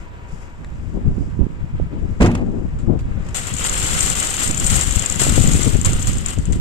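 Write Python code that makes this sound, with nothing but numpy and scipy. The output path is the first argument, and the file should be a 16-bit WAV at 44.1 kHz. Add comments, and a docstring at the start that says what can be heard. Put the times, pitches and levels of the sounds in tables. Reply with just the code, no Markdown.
"""A wire shopping cart stands silent in an open car park, then rolls over rough asphalt and rattles to a stop:
filtered noise makes its wheels and loose wires, short impulses its hard blows, decaying modes its stiff rods.
Wind noise buffets the two microphone ports of a hand-held phone separately; a hand bumps the phone once.
Far traffic, a faint hum and a treble rustle fill the background, with a few scuffs and small pitched clicks.
The left port adds a strong treble resonance to the cart, the scuffs and the background."""
import sys
import numpy as np
from scipy import signal
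from scipy.fft import rfft, irfft, next_fast_len
from scipy.io import wavfile
from scipy.ndimage import uniform_filter1d

SR = 44100
rng = np.random.default_rng(int(sys.argv[2]) if len(sys.argv) > 2 else 0)


def persist_wave(psi):
    """Save psi, clipped to +-1, as 16-bit WAV."""
    counts = np.round(np.clip(psi, -1, 1) * 32767).astype(np.int16)
    wavfile.write(sys.argv[1], SR, np.atleast_2d(counts).T)


N = 291093  # length in samples

# All levels below are mix settings, ahead of any trims and random swells in the functions.
# Far traffic over time. Each row: time in seconds, level in dB.
TRAFFIC_LEVEL = [(0, -49.5), (1.3, -52), (2.4, -50), (2.8, -52.5), (3.3, -46), (6.6, -53.5)]
# Tone of far traffic. Each row: frequency in Hz, relative level per hertz in dB.
TRAFFIC_TONE = [(60, 4), (200, -11), (500, -17), (1000, -19), (2500, -26), (5000, -40.5), (10000, -57),
                (16000, -52)]
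# A faint treble rustle over time. Each row: time in seconds, level in dB.
RUSTLE_LEVEL = [(0, -62), (.1, -74), (.265, -73), (.29, -59.5), (.44, -60), (.51, -69), (.9, -63.5),
                (1.02, -70), (1.25, -62), (1.36, -69), (1.95, -73), (2.05, -64), (3.1, -69), (3.3, -58)]
# Tone of the rustle. Each row: frequency in Hz, relative level per hertz in dB.
RUSTLE_TONE = [(4200, -14), (4800, 1.5), (6300, -5), (7500, -11), (9000, -15), (11000, -10), (14000, -32)]
# A faint far hum over time. Each row: time in seconds, level in dB.
HUM_LEVEL = [(0, -50), (.9, -60), (6.6, -58)]
HUM_HZ = 965

# The breeze under the gusts. Each row: time in seconds, left port level in dB, right port level in dB.
BREEZE = [(0, -46, -39), (.55, -57, -42), (.62, -59, -27), (.76, -35, -24.5), (.84, -21, -34.5),
          (1.15, -29, -21), (1.5, -36, -21.5), (1.7, -24, -35), (2.2, -26, -26), (2.7, -19.5, -24),
          (3.05, -19.5, -23), (3.45, -32, -32), (4.05, -22, -23), (4.35, -33.5, -28.5), (4.6, -17, -20),
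          (5.1, -25.5, -33), (5.3, -13, -17.5), (5.7, -14, -26), (5.95, -18.5, -17), (6.6, -24, -28)]
# Tone of the large eddies. Each row: frequency in Hz, relative level per hertz in dB.
LARGE_EDDY_TONE = [(8, -2.5), (30, 1), (90, -1.5), (170, -7), (300, -22.5), (600, -53), (2000, -100)]
# Tone of the small eddies. Each row: frequency in Hz, relative level per hertz in dB.
SMALL_EDDY_TONE = [(60, -20.5), (220, 1.5), (400, -8), (700, -21), (1200, -33.5), (4000, -89)]
BREEZE_BRIGHT_DB = -14.5  # small eddies against large
# Gusts at the ports. Each row: peak time in seconds, length in seconds, level at the louder port in dB,
# left minus right in dB, brightness (small eddies against large) in dB.
GUSTS = [(0.334, 0.038, -16, 14, -22), (0.973, 0.15, -21.5, 27, -0.5), (1.083, 0.14, -10.5, 8, -13.5),
         (1.213, 0.14, -16, -7, -13.5), (1.413, 0.099, -9.5, -31, -9), (1.634, 0.1, -16.5, 18, -30),
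         (1.805, 0.19, -15, -16, -32), (1.95, 0.14, -30, 8, 3), (2.044, 0.27, -18.5, 18, -12),
         (2.437, 0.42, -26, 21, 6), (2.586, 0.24, -26.5, 25, 5.5), (2.914, 0.14, -8, 28, -3.5),
         (3.185, 0.18, -14, 26, -23), (3.536, 0.06, -16, 20, -29), (4.496, 0.11, -17, -17, -10),
         (4.746, 0.47, -16.5, 21, -27), (4.981, 0.04, -13, 18, -27), (5.282, 0.34, -28, 2, 0),
         (5.392, 0.07, -9, 23, -13), (5.482, 0.12, -11, 15, -5.5), (5.556, 0.17, -13.5, 7, -12.5),
         (5.668, 0.085, -9.5, 20, -6), (5.755, 0.11, -12, 21, -9), (5.89, 0.13, -13, -22, -13),
         (6.093, 0.049, -16, -17, -12), (6.39, 0.068, -11, 14, -21), (6.507, 0.098, -13, 12, -16),
         (6.557, 0.13, -14.5, -3, -13)]
GUST_ROUND = 1.66  # power of the sine arch that shapes a gust

# Small hard clicks with a pitch: one at 0.65 s, two finger ticks on the phone body during the bump,
# a faint one at 3 s. 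Each row: start in seconds, level in dB, pitch in Hz.
CLICKS = [(0.6465, -34, 1880), (2.317, -35, 2650), (2.3500, -31, 2670), (3.009, -48, 4700)]
# Modes of a click. Each row: multiple of the pitch, relative level in dB.
CLICK_MODES = [(1, 5.5), (2, -3), (4, -3.5)]
# The sharpest wind pops. Each row: time in seconds, level in dB, left minus right in dB.
POPS = [(0.97, -25.5, 25), (1.178, -14.5, -11), (1.389, -15, -22.5), (1.463, -20, -27), (1.797, -17.5, -20),
        (1.935, -17, 3), (2.894, -19, 26), (5.216, -14, 0), (5.265, -14.5, -20), (5.321, -10, -2),
        (5.377, -12, 20), (5.398, -24, 11), (5.437, -20, 20), (5.457, -26, 12), (5.49, -15, 16),
        (5.547, -13.5, 25), (5.591, -14.5, 15), (5.674, -22.5, 18), (6.376, -26, 19), (6.484, -19.5, 14)]

# The hand bumping the phone body. Each row: time in seconds, thud level in dB, skin rub level in dB.
BUMP = [(2.203, -9, -40), (2.218, -5, -33.5), (2.235, -9.5, -37), (2.251, -5, -31), (2.27, -13, -34),
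        (2.296, -10, -46), (2.32, -21, -39), (2.36, -19.5, -45), (2.42, -23, -57)]
# Tone of the thud. Each row: frequency in Hz, relative level per hertz in dB.
THUD_TONE = [(12, -8), (35, 6), (110, -1), (240, 1), (400, -11), (850, -19), (1500, -29), (2600, -27),
             (4000, -71)]
# Tone of rubbing skin and of scuffs. Each row: frequency in Hz, relative level per hertz in dB.
RUB_TONE = [(300, -8), (1000, -13.5), (3000, -18.5), (7500, -27.5), (12000, -40), (16000, -76)]
# Fingers ticking on the phone body during the bump.
# Each row: start in seconds, level in dB, 60 dB decay time in seconds, left minus right in dB.
FINGERS = [(2.208, -22, 0.037, 2), (2.218, -17.5, 0.032, -2), (2.2253, -21.5, 0.063, -1),
           (2.2588, -22.5, 0.07, 4), (2.3136, -29, 0.022, 5), (2.3509, -19.5, 0.024, 2)]
# Tone of the phone body. Each row: frequency in Hz, relative level per hertz in dB.
SHELL_TONE = [(300, 9), (1500, 1.5), (2700, -2.5), (4200, -12), (7500, -6), (12000, -29), (16000, -43)]
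# Small scuffs and ticks of shoe or grit nearby.
# Each row: start in seconds, level in dB, 60 dB decay time in seconds, left minus right in dB.
SCUFFS = [(2.786, -48.5, 0.19, 3), (2.989, -43, 0.099, -5), (3.263, -44, 0.059, -2),
          (3.2854, -36.5, 0.044, 1), (3.307, -45, 0.037, -1)]

# The rolling cart. Each row: time in seconds, how hard the basket shakes in dB.
ROLLING = [(3.35, -35), (3.53, -40), (3.62, -29.5), (3.82, -28), (4.03, -24.5), (4.14, -29), (4.24, -25.5),
           (4.31, -30), (4.44, -24), (4.55, -35.5), (4.74, -24), (4.88, -30.5), (5.05, -31.5),
           (5.19, -33.5), (5.25, -25), (5.35, -28), (5.68, -29.5), (5.8, -39), (6, -36), (6.25, -42.5),
           (6.6, -57.5)]
# Cracks in the asphalt jolt the basket. Each row: start in seconds, shake in dB, 60 dB decay time in seconds.
JOLTS = [(3.345, -28, 0.3), (3.378, -30, 0.1), (3.468, -28.5, 0.17), (3.645, -20.5, 0.13),
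         (5.195, -19.5, 0.35), (5.85, -20.5, 0.25), (6.07, -27.5, 0.25), (6.262, -34.5, 0.24),
         (6.285, -29, 0.19), (6.525, -37, 0.15)]
JOLT_RISE_S = 0.0028
# Tone of the wheels on asphalt. Each row: frequency in Hz, relative level per hertz in dB.
ROAR_TONE = [(200, 4), (500, -1.5), (900, -7), (2400, -2.5), (5000, -9.5), (9000, -39), (16000, -30)]
# Chassis resonances under the wheels.
# Each row: frequency in Hz, level against the others in dB, 60 dB decay time in seconds.
CHASSIS = [(1420, -8, 0.005), (2050, -13, 0.012), (3000, -4, 0.0033)]
# Wheel level at the reference shake, and how many dB it gains per dB of shake.
WHEELS_DB, REFERENCE_SHAKE_DB, WHEELS_PER_SHAKE = -32.5, -26.5, 0.63
# Basket wires of many lengths ping at random, with pitches spread over a range.
PINGS_PER_S, PING_LOW_HZ, PING_HIGH_HZ, PING_T60_S = 400, 1002, 4200, 0.041
PINGS_DB = -10  # against the shaking
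# Tone of the loose wires. Each row: frequency in Hz, relative level per hertz in dB.
CLATTER_TONE = [(500, -20.5), (2000, -6), (4000, 1.5), (7500, 0.5), (9400, -4.5), (10600, -2.5),
                (13000, -9.5), (14600, -19), (15600, -50)]
TICKS_PER_S = 500  # average rate of loose wire ticks
# The hardest wire blows. Each row: start in seconds, drive level in dB.
BLOWS = [(3.3453, -20), (3.3776, -19), (3.4695, -16), (3.5387, -14), (3.567, -14), (3.5846, -13.5),
         (3.6425, -12), (3.6955, -7), (3.7533, -20), (3.778, -17), (3.91, -21), (3.9504, -25), (3.979, -18),
         (4.0068, -4.5), (4.0617, -10), (4.1007, -5), (4.153, -13), (4.1837, -16), (4.2006, -8),
         (4.2285, -10), (4.2725, -16), (4.3405, -12), (4.367, -14), (4.4084, -19), (4.4335, -17),
         (4.476, -9), (4.5104, -8.5), (4.5454, -13.5), (4.5733, -13), (4.5777, -10.5), (4.5994, -10),
         (4.6444, -9.5), (4.6658, -8.5), (4.6724, -8), (4.6998, -11), (4.703, -9), (4.7346, -17),
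         (4.756, -9), (4.811, -7), (4.843, -14), (4.873, -21), (4.888, -18), (4.9099, -9), (4.9234, -12.5),
         (4.959, -7), (4.9948, -8), (5.0227, -9), (5.0604, -6), (5.0988, -5), (5.1233, -9.5), (5.1585, -14),
         (5.195, -9), (5.27, -17), (5.3218, -17), (5.358, -12), (5.3996, -10.5), (5.4206, -12),
         (5.4745, -10), (5.5344, -7.5), (5.6323, -7.5), (5.7683, -18), (5.8138, -13), (5.848, -7),
         (5.9323, -10.5), (5.9953, -19), (6.0255, -10.5), (6.0716, -11), (6.1318, -16), (6.184, -15.5),
         (6.2609, -10), (6.2845, -15), (6.3865, -20.5), (6.4547, -21), (6.5242, -18.5)]
# Tone of a blow. Each row: frequency in Hz, relative level in dB.
BLOW_TONE = [(800, -14), (3000, -8), (5200, -6), (7300, 3.5), (9300, -14), (12500, -29), (14600, -20),
             (15600, -36)]
# Long-ringing rods and frame tubes.
# Each row: frequency in Hz, level against the others in dB, 60 dB decay time in seconds.
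RODS = [(531.6, -9, 0.19), (762, -8, 0.06), (8437, -1, 0.054), (8510, -6.5, 0.072), (14185, -11, .045)]

# Left port against right port. Each row: frequency in Hz, gain in dB.
LEFT_PORT = [(400, 3.5), (1000, 0.5), (1300, 4.5), (2000, 3.5), (3000, 2), (4500, -3.5), (6000, 3),
             (6900, 12.5), (7450, 18), (8600, 9.5), (9600, 1.5), (15000, 0.5)]
EDGE_HZ = 15665  # upper band limit


def amp(db):
    """Decibels to gain."""
    return 10 ** (np.asarray(db) / 20)


def evened(x):
    """Scales to rms 1."""
    return x / np.sqrt(np.mean(x ** 2) + 1e-20)


def curves(rows):
    """Reads each column of a table at every sample."""
    s, *columns = np.transpose(rows)
    return [np.interp(np.arange(N) / SR, s, column) for column in columns]


def sides(pan_db):
    """Left and right gains for a level difference."""
    return amp(np.array([pan_db / 2, -pan_db / 2]))


def colour(x, points):
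    """Causal minimum-phase filter with the given spectrum."""
    hz, db = np.transpose(points)
    bins_hz = abs(np.fft.fftfreq(8192, 1 / SR))
    gain_db = np.interp(np.log(bins_hz + 1), np.log(hz), db)
    log_gain = np.log(amp(gain_db))
    minimum_phase = np.exp(np.conj(signal.hilbert(log_gain)))
    taps = np.fft.ifft(minimum_phase).real[:4096]
    size = next_fast_len(N + len(taps))
    return irfft(rfft(np.atleast_2d(x), size) * rfft(taps, size), size)[:, :N]


def banded(x, lo_hz, hi_hz):
    """Scales steady noise so that its band lo-hi has rms 1, judging the spectrum from its end."""
    part = x[:, -2 ** 16:]
    power = abs(rfft(part)) ** 2
    hz = np.fft.rfftfreq(part.shape[1], 1 / SR)
    in_band = (hz > lo_hz) & (hz < hi_hz)
    return evened(x) * np.sqrt(power.sum() / power[:, in_band].sum())


def pair(same, lag):
    """Two noises with a shared part that reaches the left port lag samples late (early if negative)."""
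    a, b = rng.standard_normal((2, N))
    return np.array([np.roll(same * a + np.sqrt(1 - same ** 2) * b, lag), a])


def wobble(seconds, channels):
    """Slow chance of rms 1: noise smoothed twice."""
    size = max(round(seconds * SR), 1)
    smooth = uniform_filter1d(rng.standard_normal((channels, N)), size)
    return evened(uniform_filter1d(smooth, size))


def bursts(rows, rise_s):
    """Envelope of quick rises and exponential decays, rows (s, dB, t60)."""
    out = np.zeros(N)
    for s, db, t60 in rows:
        start = round(s * SR)
        t = np.arange(min(round(t60 * SR) + 1, N - start)) / SR
        out[start:][:len(t)] += amp(db - 60 * t / t60) * (1 - np.exp(-t / rise_s))
    return out


def ring(x, hz, t60):
    """One decaying mode as a two-pole resonator, rms gain about 1 on white noise."""
    r = np.exp(-np.log(1000) / (t60 * SR))
    angle = 2 * np.pi * hz / SR
    gain = np.sqrt(2 * (1 - r * r)) * np.sin(angle)
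    return gain * signal.lfilter([1], [1, -2 * r * np.cos(angle), r * r], x)


def background():
    """Far traffic, smooth and diffuse, a faint hum and a faint rustle in the treble."""
    (traffic_db,), (rustle_db,), (hum_db,) = curves(TRAFFIC_LEVEL), curves(RUSTLE_LEVEL), curves(HUM_LEVEL)
    traffic = banded(colour(pair(0.45, lag=10), TRAFFIC_TONE), 786, 3500)
    traffic = traffic * amp(traffic_db + 1.3 * wobble(0.02, channels=2))
    rustle = evened(colour(pair(0.22, lag=9), RUSTLE_TONE))
    rustle = rustle * amp(rustle_db + 1.8 * wobble(0.0054, channels=1))
    hum = amp(hum_db) * ring(pair(0.4, lag=15), HUM_HZ, 0.31)
    return traffic + rustle + hum


def wind():
    """Lumpy eddies, unrelated at the two ports; each gust has its own share of small bright eddies."""
    breeze = amp([0, BREEZE_BRIGHT_DB])[:, None, None] * amp(curves(BREEZE))
    large_gain, small_gain = np.sqrt(breeze ** 2 + gusts())
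    lumps = np.minimum(wobble(0.013, channels=2), 1.4)
    large = evened(colour(rng.standard_normal((2, N)), LARGE_EDDY_TONE)) * amp(3.8 * lumps)
    small = evened(colour(rng.standard_normal((2, N)), SMALL_EDDY_TONE)) * amp(3.1 * lumps)
    return amp(-1.24) * (large_gain * large + small_gain * small)


def gusts():
    """Power of the large and of the small eddies at each port: every gust swells and sinks as one arch."""
    power = np.zeros((2, 2, N))  # eddy size, port, time
    for s, length, db, pan_db, bright_db in GUSTS:
        progress = np.clip((np.arange(N) / SR - s) / length + 0.5, 0, 1)
        arch = abs(np.sin(np.pi * progress)) ** GUST_ROUND
        port_gain = amp([db + min(pan_db, 0), db - max(pan_db, 0)])[:, None]
        power += (amp([0, bright_db])[:, None, None] * (port_gain * arch)) ** 2
    return power


def clicks():
    """Each click rings a few modes of its pitch for a moment, alike at both ports."""
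    out, t = np.zeros(N), np.arange(400) / SR
    for s, db, pitch_hz in CLICKS:
        for multiple, mode_db in CLICK_MODES:
            envelope = amp(db + mode_db - 60 * t / 0.0071) * np.minimum(t / 0.00017, 1)
            hz = min(pitch_hz * multiple, 12000)
            out[round(s * SR):][:len(t)] += envelope * np.sin(2 * np.pi * hz * t)
    return out


def pops():
    """A single eddy breaking on a port: a short push and rebound."""
    out = np.zeros((2, N))
    for (s, db, pan_db), width in zip(POPS, rng.random(len(POPS))):
        width_s = 0.00061 + 0.00099 * width
        u = np.arange(-3, 3, 1 / (SR * width_s))
        start = round((s + 0.00099) * SR)
        push = amp(db + 4.5) * -u * np.exp(-u ** 2)
        out[:, start:start + len(u)] += sides(pan_db)[:, None] * push
    return out


def bump():
    """The phone body shakes both ports nearly alike: a rough thud with skin rubbing over it."""
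    before, after = (BUMP[0][0] - 0.006, -90, -90), (BUMP[-1][0] + 0.035, -70, -80)
    thud_db, rub_db = curves([before] + list(BUMP) + [after])
    thud = evened(colour(pair(0.94, lag=-9), THUD_TONE))
    thud = thud * amp(thud_db + 0.92 * wobble(0.0097, channels=1))
    rub = banded(colour(pair(0.7, lag=-12), RUB_TONE), 1500, 12000)
    rub = rub * amp(rub_db - 3 + 3 * wobble(0.003, channels=1))  # gritty
    return thud, rub


def scuffs(rows, tone, same):
    """Short noisy scrapes or ticks: bursts of coloured noise, panned by level."""
    left = bursts([(s, db + pan_db / 2, t60) for s, db, t60, pan_db in rows], 0.0017)
    right = bursts([(s, db - pan_db / 2, t60) for s, db, t60, pan_db in rows], 0.0017)
    scrape = banded(colour(pair(same, lag=-3), tone), 2150, 12000)
    return amp(-1.5) * np.array([left, right]) * scrape


def cart():
    """Wheels roar on the grit, loose wires ping and tick, hard blows stand out; stiff rods ring with both."""
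    shake_db = shaking()
    shake = ticking() * amp(shake_db)
    wires = shake * evened(colour(pair(0.13, lag=-13), CLATTER_TONE)) * amp(-2.5)
    strikes = blow_strikes()
    chatter = bursts([(s, db, 0.014) for s, db in BLOWS], 0.0002) * pair(0.32, lag=-13)
    blows = colour(amp(15.5) * strikes + amp(-3.5) * chatter, BLOW_TONE) * amp([[-5], [-9]])  # left, right
    knocked = shake * pair(0.21, lag=-13) + amp(6.5) * strikes
    return wheels(shake_db) + pings(shake_db) + wires + blows + amp(-12.5) * rods(knocked)


def shaking():
    """How hard the basket shakes, in dB: still until the first jolt, then the rolling plus each dying jolt."""
    rolling = amp(curves(ROLLING)[0]) * (np.arange(N) / SR > JOLTS[0][0])
    return 10 * np.log10(rolling ** 2 + bursts(JOLTS, JOLT_RISE_S) ** 2 + 1e-12)


def ticking():
    """Envelope of loose wires ticking at random, each tick dying away over a steady floor."""
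    sizes = amp(3.3 * np.minimum(rng.exponential(1, N), 3))
    ticks = (rng.random(N) < TICKS_PER_S / SR) * sizes
    decay = np.exp(-np.log(1000) / (0.025 * SR))  # 60 dB in 25 ms
    return evened(signal.lfilter([1], [1, -decay], ticks) + 2.35)


def blow_strikes():
    """Each hard blow is an impulse and three softer bounces of the wire, a little later on the right."""
    strikes = np.zeros((2, N))
    for (s, db), (bounce, late) in zip(BLOWS, rng.random((len(BLOWS), 2))):
        # gap after the blow in samples, level against it in dB
        hits = ((0, 0), (25 + 40 * bounce, -6), (90 + 60 * late, -5), (250 + 200 * bounce, -13))
        for gap, loss_db in hits:
            left_at = round(s * SR + gap)
            right_at = round(s * SR + gap + 8 + 14 * late)
            strikes[[0, 1], [left_at, right_at]] += amp(db + loss_db)
    return strikes


def rods(knocked):
    """The shaking and the blows ring long modes; each rod is caught unevenly."""
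    caught = amp(3 * np.minimum(wobble(0.03, channels=len(RODS)), 1.5))
    return sum(amp(db) * ring(knocked * luck, hz, t60) for (hz, db, t60), luck in zip(RODS, caught))


def wheels(shake_db):
    """Grit under the wheels gives a broad roar and kicks each chassis resonance in its own short spells."""
    roughness = amp(1.9 * wobble(0.0031, channels=1) + 0.28 * wobble(0.011, channels=1))
    grit = pair(0.2, lag=-14) * roughness
    roar = amp(-5.5) * banded(colour(grit, ROAR_TONE), 830, 5200)
    spells = amp(3.5 * np.minimum(wobble(0.012, channels=len(CHASSIS)), 1.5))
    chassis = sum(amp(db) * evened(ring(grit * spell, hz, t60))
                  for (hz, db, t60), spell in zip(CHASSIS, spells))
    return (roar + chassis) * amp(WHEELS_DB + WHEELS_PER_SHAKE * (shake_db - REFERENCE_SHAKE_DB))


def pings(shake_db):
    """Now one basket wire, now another is caught and rings briefly."""
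    sizes = amp(3 * np.minimum(rng.exponential(1, N), 3))
    catches = (rng.random(N) < PINGS_PER_S / SR) * sizes
    wire, t, out = rng.integers(0, 24, N), np.arange(4000) / SR, np.zeros(N)
    pitches_hz = np.geomspace(PING_LOW_HZ, PING_HIGH_HZ, num=24) * rng.uniform(0.97, 1.03, 24)
    for k, hz in enumerate(pitches_hz):
        tone = amp(-60 * t / PING_T60_S) * np.sin(2 * np.pi * hz * t)
        out += signal.oaconvolve(catches * (wire == k), tone)[:N]
    out = evened(out) * amp(shake_db + PINGS_DB)
    return np.array([np.roll(out, -14), out])  # left leads by 14 samples


def scene():
    """Airborne sound takes on the left port's resonance; wind, hand and clicks bypass it."""
    thud, rub = bump()
    air = cart() + background() + scuffs(SCUFFS, RUB_TONE, 0.23)
    air[0] = colour(air[0], LEFT_PORT)[0]
    fingers = scuffs(FINGERS, SHELL_TONE, 0.26)
    return air + thud + rub + fingers + clicks() + wind() + pops()


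def record(dry):
    """The input stage saturates with a short knee at full scale; then the band limit."""
    saturated = dry / (1 + dry ** 10) ** 0.1
    padded = np.pad(saturated, [(0, 0), (255, 255)], "reflect")
    low_pass = signal.firwin(511, EDGE_HZ, window=("kaiser", 9), fs=SR)
    return signal.oaconvolve(padded, low_pass[None], "valid")


dry = scene()
out = record(dry)
persist_wave(out)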